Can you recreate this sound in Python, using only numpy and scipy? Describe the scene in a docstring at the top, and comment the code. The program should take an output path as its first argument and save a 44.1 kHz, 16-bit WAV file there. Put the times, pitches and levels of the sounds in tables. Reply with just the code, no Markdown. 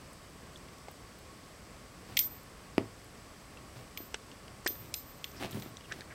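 """Two small dogs tussle over a soft toy on the carpet of a quiet living room, close to the microphone.
Nearest are a collar tag (clacks against a buckle and beating ring modes) and jaws (resonances of the mouth).
Claws and teeth tick and scrape as noise or clicks through narrow resonances; bumps are damped low modes.
Coats scuff the pile as random fibre slips over floor rumble, and the room answers faintly.
Behind them lie room air, the faint wavering tone of a fan, and microphone hiss."""
import sys
import numpy as np
from scipy import signal
from scipy.fft import rfft, irfft, next_fast_len
from scipy.io import wavfile
from scipy.ndimage import uniform_filter1d

SR = 44100
rng = np.random.default_rng(int(sys.argv[2]) if len(sys.argv) > 2 else 0)


def persist_wave(psi):
    """Save psi, clipped to +-1, as 16-bit WAV."""
    counts = np.round(np.clip(psi, -1, 1) * 32767).astype(np.int16)
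    wavfile.write(sys.argv[1], SR, np.atleast_2d(counts).T)


N = 271001
TIME = np.arange(N) / SR  # s

# Tag strikes; the place hit decides which modes sound, and fur how long. Columns: [t/s, clack level/dB,
# clack tilt/dB per octave, middle mode level/dB, top mode level/dB (modes before a 3 dB trim), top mode t60/s]
TAG_STRIKES = [(2.1690, -25.5, -1, -70, -65, .1), (2.1716, -20.5, -3.5, -27, -24.5, 0.19),
               (2.1906, -22, 5, -19, -20, 0.31), (2.4320, -60, 15, -51, -72, .2),
               (3.9741, -34.5, -3, -66, -38.5, 0.32), (4.6748, -27.5, 3.5, -52, -31.5, 0.42),
               (4.9406, -28.5, 3, -64, -42.5, 0.8), (5.2423, -31.5, -6, -68, -44, 0.43),
               (5.5100, -49, 4, -46, -54, .2), (5.5980, -48, 5, -68, -54, .2),
               (5.622, -43, -3, -54, -51, 0.31)]
# Ring modes of the tag, low to high: [f/Hz, share of the strike's t60, split/Hz between twin shapes]
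TAG_MODES = [(11475, .42, 45), (12620, .22, 40), (13657, 1, 13)]
LOW_MODE_DB = -9.5  # the tag's low mode relative to its top mode
# Dry clack of tag on buckle, one damped mode a row: [f/Hz, relative level/dB, t60/s]
BUCKLE_MODES = [(2076, -4, 0.01), (2540, 2.5, 0.006), (3390, 0.5, 0.0084), (3770, -5, 0.012),
                (4180, 0.5, 0.0081), (5210, 0.5, 0.0056), (6080, -3, 0.0079), (7100, -2.5, 0.0057),
                (8660, -2, 0.0032), (10700, -7, 0.0037), (11250, -5.5, .003), (11800, -9, .003),
                (15150, -8.5, 0.0027)]

# Wet smacks while chewing: [t/s, cavity level/dB, cavity f/Hz, cavity t60/s, relative upper resonance level/dB]
SMACKS = [(.5590, -46, 3450, .018, -22), (0.6856, -53, 2720, 0.0055, -8), (.8839, -43, 830, 0.024, -4),
          (3.572, -50, 2710, .02, -18), (4.3157, -50, 2930, .004, -3), (4.4809, -50.5, 2950, .004, -3),
          (4.755, -50, 1800, 0.0051, -8), (5.77, -45, 3870, .0055, -1.5), (5.809, -51, 2900, .008, -4),
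          (5.9226, -36.5, 3500, 0.0023, -8), (6.0081, -45.5, 2210, .013, 1.5),
          (6.0178, -46.5, 1740, .016, -12)]
# Jaw snaps in three contacts, lips, teeth and rebound: [t/s of the teeth, teeth contact level/dB,
# open cavity f/Hz, gap between contacts/s, relative rebound level/dB, rebound upper resonance f/Hz]
SNAPS = [(4.1440, -29.5, 2850, 0.001235, -5, 3540), (4.6647, -25.5, 1880, .0033, -3.5, 5000)]
# Soft lips and tongue blunt every mouth contact: [f/Hz, relative level/dB]
LIP_SPECTRUM = [(100, -27), (400, -1), (3000, 1), (8300, 3.5), (9500, -8), (14000, -30)]
LIP_HZ, TEETH_HZ, SHUT_HZ = 8160, 5440, 1680  # lips parting, teeth meeting, cavity of the shut mouth
UPPER_RATIO, UPPER_OFFSET_HZ = 1.19, 1240  # in a smack the upper resonance rises with the cavity
KNOCK_DB = -13  # jaw knock, relative, when the cavity sounds at SHUT_HZ
KNOCK_DB_PER_OCTAVE = -11.5  # a small, high cavity knocks less
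SNAP_WET_DB, SMACK_WET_DB = -12.5, -11.5  # crackle of saliva, relative to the cavity

# Light ticks of claws and teeth: [t/s, level/dB, f/Hz]
TICKS = [(.1312, -55, 9000), (.574, -54, 6000), (.7832, -54, 6000), (.9139, -53, 13500),
         (1.1880, -56, 14000), (3.0450, -57, 11000), (4.648, -50, 5700), (4.7632, -55, 9500),
         (5.316, -54, 5470), (5.5168, -47, 8000)]
# Teeth and claws dragged over cloth: [t/s, length/s, level/dB before a 6.5 dB trim,
# starting f/Hz, final f/Hz, width/Hz]
SCRAPES = [(5.357, 0.042, -51, 5380, 5000, 900), (5.52, 0.014, -47, 3890, 3170, 1200),
           (5.837, 0.0294, -52.5, 3120, 2690, 600), (5.891, 0.056, -50, 1836, 1820, 350),
           (5.908, 0.024, -35.5, 1633, 1590, 280), (6.098, 0.038, -46.5, 1924, 1856, 810)]

# Bumps on the floor: [t/s, strength/dB before the trim of each part, f/Hz, t60/s]
BUMPS = [(2.781, -12, 276, 0.016), (4.0036, -36, 295, .03), (4.6617, -32, 357, 0.01),
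         (4.7050, -36.5, 315, .025), (5.4480, -27.5, 290, 0.0077), (5.546, -33.5, 211, 0.19),
         (5.559, -35, 121, 0.2), (5.5717, -31.5, 252, 0.025), (5.661, -37, 239, .022)]
# Floor and room ringing under a blow: [f/Hz, relative level/dB, t60/s]
FLOOR_MODES = [(110.6, -5, 0.41), (199, -14, 0.17), (285, -27, .12), (384, 5, 0.09), (654, 0, 0.11)]
# Colour of a hard contact: [f/Hz, relative level/dB]
HARD_CONTACT = [(150, -6), (700, 5.5), (1400, -5.5), (2200, 1), (3100, -4), (4000, -25), (5000, -6.5),
                (6000, -32), (9000, -22), (15000, -34)]

# A dog shifts, dragging fur over the pile and loading the floor: [t/s at full level, hold length/s,
# rustle level/dB before a 2.5 dB trim, rumble level/dB before a 1.8 dB trim]
MOVES = [(2.091, 0.075, -54.5, -52), (3.766, 0.044, -54, -52), (4.817, 0.03, -61, -47.5),
         (5.36, .32, -54, -54.5), (5.423, 0.034, -38.5, -58), (5.544, 0.035, -58.5, -42),
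         (5.906, 0.094, -53.5, -52)]
# Colour of fur on the carpet pile: [f/Hz, relative level/dB per Hz]
PILE = [(100, -8), (220, -1), (370, -2.5), (520, -9.5), (680, -5), (900, -10), (1500, -12.5), (2400, -12.5),
        (4600, -18.5), (7000, -27), (15000, -32.5)]
# Colour of the loaded floorboards: [f/Hz, relative level/dB per Hz]
BOARDS = [(30, -25), (70, -25), (95, -0.5), (115, 10.5), (165, -4), (230, -11), (330, -8), (500, -13),
          (1200, -31.5)]
MOVE_ATTACK_S = 0.032
RUSTLE_T60, RUMBLE_T60 = 0.08, 0.36  # s; fur stops soon, the floor settles more slowly
FIDGET_DB = -63  # steady rustle of dogs that never lie quite still, before the rustle trim

# How long the room rings: [f/Hz, t60/s]
ROOM_T60 = [(100, 0.3), (400, 0.22), (1000, 0.27), (2500, 0.11), (6000, 0.2), (14000, 0.14)]
# Colour of the room air: [f/Hz, relative level/dB per Hz]
AIR = [(12, -38), (20, -13), (59, 1), (312, -7), (346, -9), (409, -8.5), (636, -10), (691, -12), (927, -15),
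       (1120, -10.5), (1380, -15.5), (2100, -16.5), (3000, -22.5), (3900, -58), (6600, -120)]
# Colour of the microphone hiss: [f/Hz, relative level/dB per Hz]
HISS = [(2000, -25), (3200, 0), (4000, -2), (4700, 2), (5400, 0), (7100, -4.5), (8000, 2), (9000, -6),
        (11500, -8.5), (12450, -14.5), (13200, -9.5), (16000, -16)]
AIR_DB, HISS_DB = -53, -60.5
FAN_HZ, FAN_DB = 1103, -70.5  # centre of its wavering pitch and level
RECORDER_LIMIT_HZ = 15950


def tag():
    """Each strike chatters against the buckle and rings the tag; twin modes beat, and a swing varies the ring."""
    clacks, rings, t = np.zeros(N), np.zeros(N), TIME[:SR // 2]
    small_parts = signal.butter(3, 1700, "high", fs=SR, output="sos")  # small parts radiate little bass
    lowest_hz = BUCKLE_MODES[0][0]
    for s, db, tilt_db, middle_db, top_db, t60 in TAG_STRIKES:
        buckle = 0
        for k, (hz, part_db, ring_s) in enumerate(BUCKLE_MODES):
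            gain = amp(part_db + tilt_db * np.log2(hz / lowest_hz))
            buckle = buckle + (-1) ** k * gain * mode(hz, ring_s)  # neighbours in opposite phase
        clack = signal.fftconvolve(chatter(t60=0.022, rough=0.12), signal.sosfilt(small_parts, buckle))
        add(clacks, s, amp(db) * crest(clack))

        rings[round(s * SR):] *= .3  # a new contact checks the old ring
        mode_levels = (top_db + LOW_MODE_DB, middle_db, top_db)
        for (hz, share, split_hz), mode_db in zip(TAG_MODES, mode_levels):
            twins = np.sin(2 * np.pi * hz * t) + 0.3 * np.sin(2 * np.pi * (hz + split_hz) * t)
            add(rings, s, amp(mode_db - 3.0) * twins * decay(t, t60 * share))
    swing = amp(3 * wander(20))
    return clacks + rings * swing


def mouths():
    """Single smacks of chewing, and snaps in which the lips tick, the teeth meet and the shut jaw rebounds."""
    out = np.zeros(N)
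    for s, db, hz, t60, upper_db in SMACKS:
        upper_hz = UPPER_OFFSET_HZ + UPPER_RATIO * hz
        add(out, s, smack(db, hz, t60, upper_hz, upper_db, SMACK_WET_DB))
    for s, db, open_hz, gap, rebound_db, rebound_hz in SNAPS:
        add(out, s - gap, smack(db - 17, hz=500, t60=.008, upper_hz=LIP_HZ, upper_db=5))
        add(out, s, smack(db, open_hz, t60=0.0086, upper_hz=TEETH_HZ, upper_db=-7.5))
        add(out, s + gap, smack(db + rebound_db, SHUT_HZ, t60=.015, upper_hz=rebound_hz, upper_db=-4))
    return out


def smack(db, hz, t60, upper_hz, upper_db, wet_db=SNAP_WET_DB):
    """Teeth and lips part or meet, ringing the mouth cavity and knocking the jaw; saliva crackles along."""
    lips = impulse(LIP_SPECTRUM)
    force = signal.fftconvolve(chatter(t60=0.0076, rough=0.2), lips)
    knock_db = KNOCK_DB + KNOCK_DB_PER_OCTAVE * np.log2(hz / SHUT_HZ)
    cavity, upper, knock = mode(hz, t60), mode(upper_hz, 0.0083), mode(630, 0.0049)
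    rings = ((cavity, 0), (upper, upper_db), (knock, knock_db))
    out = sum(amp(db + part_db) * crest(signal.fftconvolve(force, ring)) for ring, part_db in rings)
    broad_band = np.diff(mode(hz, 0.0021))  # around the cavity pitch
    wet = signal.fftconvolve(chatter(t60=0.058, rough=0.93), broad_band)
    add(out, 0, amp(db + wet_db) * crest(signal.fftconvolve(wet, lips)))
    return out


def ticks():
    """Tiny hard contacts of claws and teeth, with almost no ring."""
    out = np.zeros(N)
    for s, db, hz in TICKS:
        tick = signal.fftconvolve(chatter(t60=0.017, rough=.35), np.diff(mode(hz, 0.0017)))
        add(out, s, amp(db) * crest(tick))
    return out


def scrapes():
    """A run of tiny slips sounds one resonance, which sinks as the contact slides."""
    out = np.zeros(N)
    for s, length, db, start_hz, end_hz, width_hz in SCRAPES:
        count = round(length * SR)
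        smooth = signal.butter(2, width_hz / 2, fs=SR, output="sos")
        noise = rng.standard_normal(count) + 1j * rng.standard_normal(count)
        slips = signal.sosfilt(smooth, noise)
        glide_hz = np.linspace(start_hz, end_hz, count)
        turn = np.exp(2j * np.pi * np.cumsum(glide_hz) / SR)  # moves the noise band up to the glide
        scrape = (slips * turn).real * signal.windows.tukey(count, .6)
        add(out, s, amp(db - 6.5) * unit(scrape))
    return out


def bumps():
    """A damped push on the carpet sets the floor ringing; its sharp edge grows faster than the push."""
    out = np.zeros(N)
    floor = sum(amp(db) * mode(hz, t60, size=16384) for hz, db, t60 in FLOOR_MODES)
    small_patch = signal.butter(2, 70, "high", fs=SR, output="sos")  # radiates little deep bass
    soft_pole = np.exp(-2 * np.pi * 900 / SR)  # one-pole lowpass at 900 Hz
    for s, db, hz, t60 in BUMPS:
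        push = signal.lfilter([1], [1, -soft_pole], np.diff(mode(hz, t60)))
        add(out, s, amp(db - 4.5) * crest(push))
        add(out, s, amp(db - 22.0) * floor)
        edge = signal.fftconvolve(chatter(t60=0.038, rough=0.042), impulse(HARD_CONTACT))
        add(out, s, amp(2 * db - 1.5) * crest(edge))  # square of the force
    return signal.sosfilt(small_patch, out)


def scuffle():
    """Carpet fibres catch and slip at random under the fur, and the floor rumbles with each move."""
    drag = amp(FIDGET_DB) + sum(amp(db) * gesture(s, length, RUSTLE_T60) for s, length, db, _ in MOVES)
    load = sum(amp(db) * gesture(s, length, RUMBLE_T60) for s, length, _, db in MOVES)
    caught = rng.random(N) < 2200 / SR  # about 2200 slips a second
    strength = amp(3.5 * np.minimum(rng.exponential(1, N), 3))
    slips = caught * np.sign(rng.standard_normal(N)) * strength
    rustle = amp(-2.5) * colour(slips, PILE) * amp(1.06 * wander(75)) * drag
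    rumble = amp(-1.8) * colour(rng.standard_normal(N), BOARDS) * load
    return rustle + rumble


def gesture(s, length, t60):
    """Gain over time of one movement: it swells up to s, holds, and dies away."""
    rise = np.clip((TIME - s) / MOVE_ATTACK_S + 1, 0, 1)
    return rise * decay(np.maximum(TIME - s - length, 0), t60)


def room(x, first_s, build_s):
    """Reflections from walls and furniture build up after a gap, each band dying at its own speed."""
    taps = rng.standard_normal(SR // 2) * (rng.random(SR // 2) < 5000 / SR)  # about 5000 a second
    hz, t, bands = signal.stft(taps, SR, nperseg=256)
    tail = signal.istft(bands * decay(t, read(ROOM_T60, hz)[:, None]), SR)[1]
    tail *= np.clip((TIME[:len(tail)] - first_s) / build_s, 0, 1)
    return signal.fftconvolve(x, tail / np.linalg.norm(tail))[:N]


def background():
    """Coloured noise for room air and microphone hiss, and a fan tone wavering in pitch and level."""
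    air = amp(AIR_DB) * colour(rng.standard_normal(N), AIR) * amp(.5 * wander(7.7))
    fan_hz = FAN_HZ + 4 * wander(14.3)
    fan_tone = unit(np.sin(2 * np.pi * np.cumsum(fan_hz) / SR))
    fan = amp(FAN_DB + 3.0 * wander(7.6)) * fan_tone
    hiss = amp(HISS_DB) * colour(rng.standard_normal(N), HISS)
    return air + fan + hiss


def amp(db):
    """Decibels to gain."""
    return 10 ** (np.asarray(db) / 20)


def unit(x):
    """Scales to rms 1."""
    return x / np.sqrt(np.mean(x ** 2) + 1e-20)


def crest(x, size=88):
    """Scales so that the loudest stretch of size samples (88 is two milliseconds) has rms 1."""
    return x / np.sqrt(uniform_filter1d(x ** 2, size, mode="constant").max() + 1e-20)


def read(points, hz):
    """Reads a spectrum table on a log-frequency axis."""
    f, value = np.transpose(points)
    return np.interp(np.log(hz + 1), np.log(f), value)


def add(mix, s, sound):
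    """Mixes a sound in at s seconds."""
    part = mix[round(s * SR):][:len(sound)]
    part += sound[:len(part)]


def colour(x, points):
    """Gives a long sound a spectrum, at rms 1."""
    size = next_fast_len(N)
    gain = amp(read(points, np.fft.rfftfreq(size, 1 / SR)))
    return unit(irfft(rfft(x, size) * gain, size)[:N])


def impulse(points, size=1024):
    """A causal (minimum-phase) click with the given spectrum."""
    hz = abs(np.fft.fftfreq(size, 1 / SR))
    log_gain = np.log(amp(read(points, hz)))
    spectrum = np.exp(np.conj(signal.hilbert(log_gain)))
    return np.fft.ifft(spectrum).real[:size // 2]


def decay(t, t60):
    """Falls 60 dB in t60 seconds."""
    return np.exp(-np.log(1000) * t / t60)


def mode(hz, t60, size=8192):
    """One damped resonance."""
    t = TIME[:size]
    return np.sin(2 * np.pi * hz * t) * decay(t, t60)


def chatter(t60, rough, size=1024):
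    """A first contact followed by a dying spray of random ones."""
    force = rough * rng.standard_normal(size) * decay(TIME[:size], t60)
    force[0] = 1
    return force


def wander(hz):
    """Slow random drift of rms 1, mostly below hz."""
    return colour(rng.standard_normal(N), [(hz, 0), (2 * hz, -40), (4 * hz, -120)])


def scene():
    """The dogs are close to the microphone, so the room answers only faintly."""
    metal, thuds = tag(), bumps()
    small_contacts = mouths() + ticks() + scrapes()
    bright_echo = room(amp(-13.5) * metal + amp(-30) * small_contacts, first_s=0.0013, build_s=0.049)
    low_echo = room(amp(-15) * thuds, first_s=0.0055, build_s=0.0056)
    direct = metal + small_contacts + thuds + scuffle()
    return (direct + bright_echo + low_echo + background())[None]


def record(dry):
    """The recorder's band limit, a steep linear-phase lowpass."""
    lowpass = signal.firwin(511, RECORDER_LIMIT_HZ, window=("kaiser", 9), fs=SR)
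    return signal.oaconvolve(dry, lowpass[None], "same")


dry = scene()
out = record(dry)
persist_wave(out)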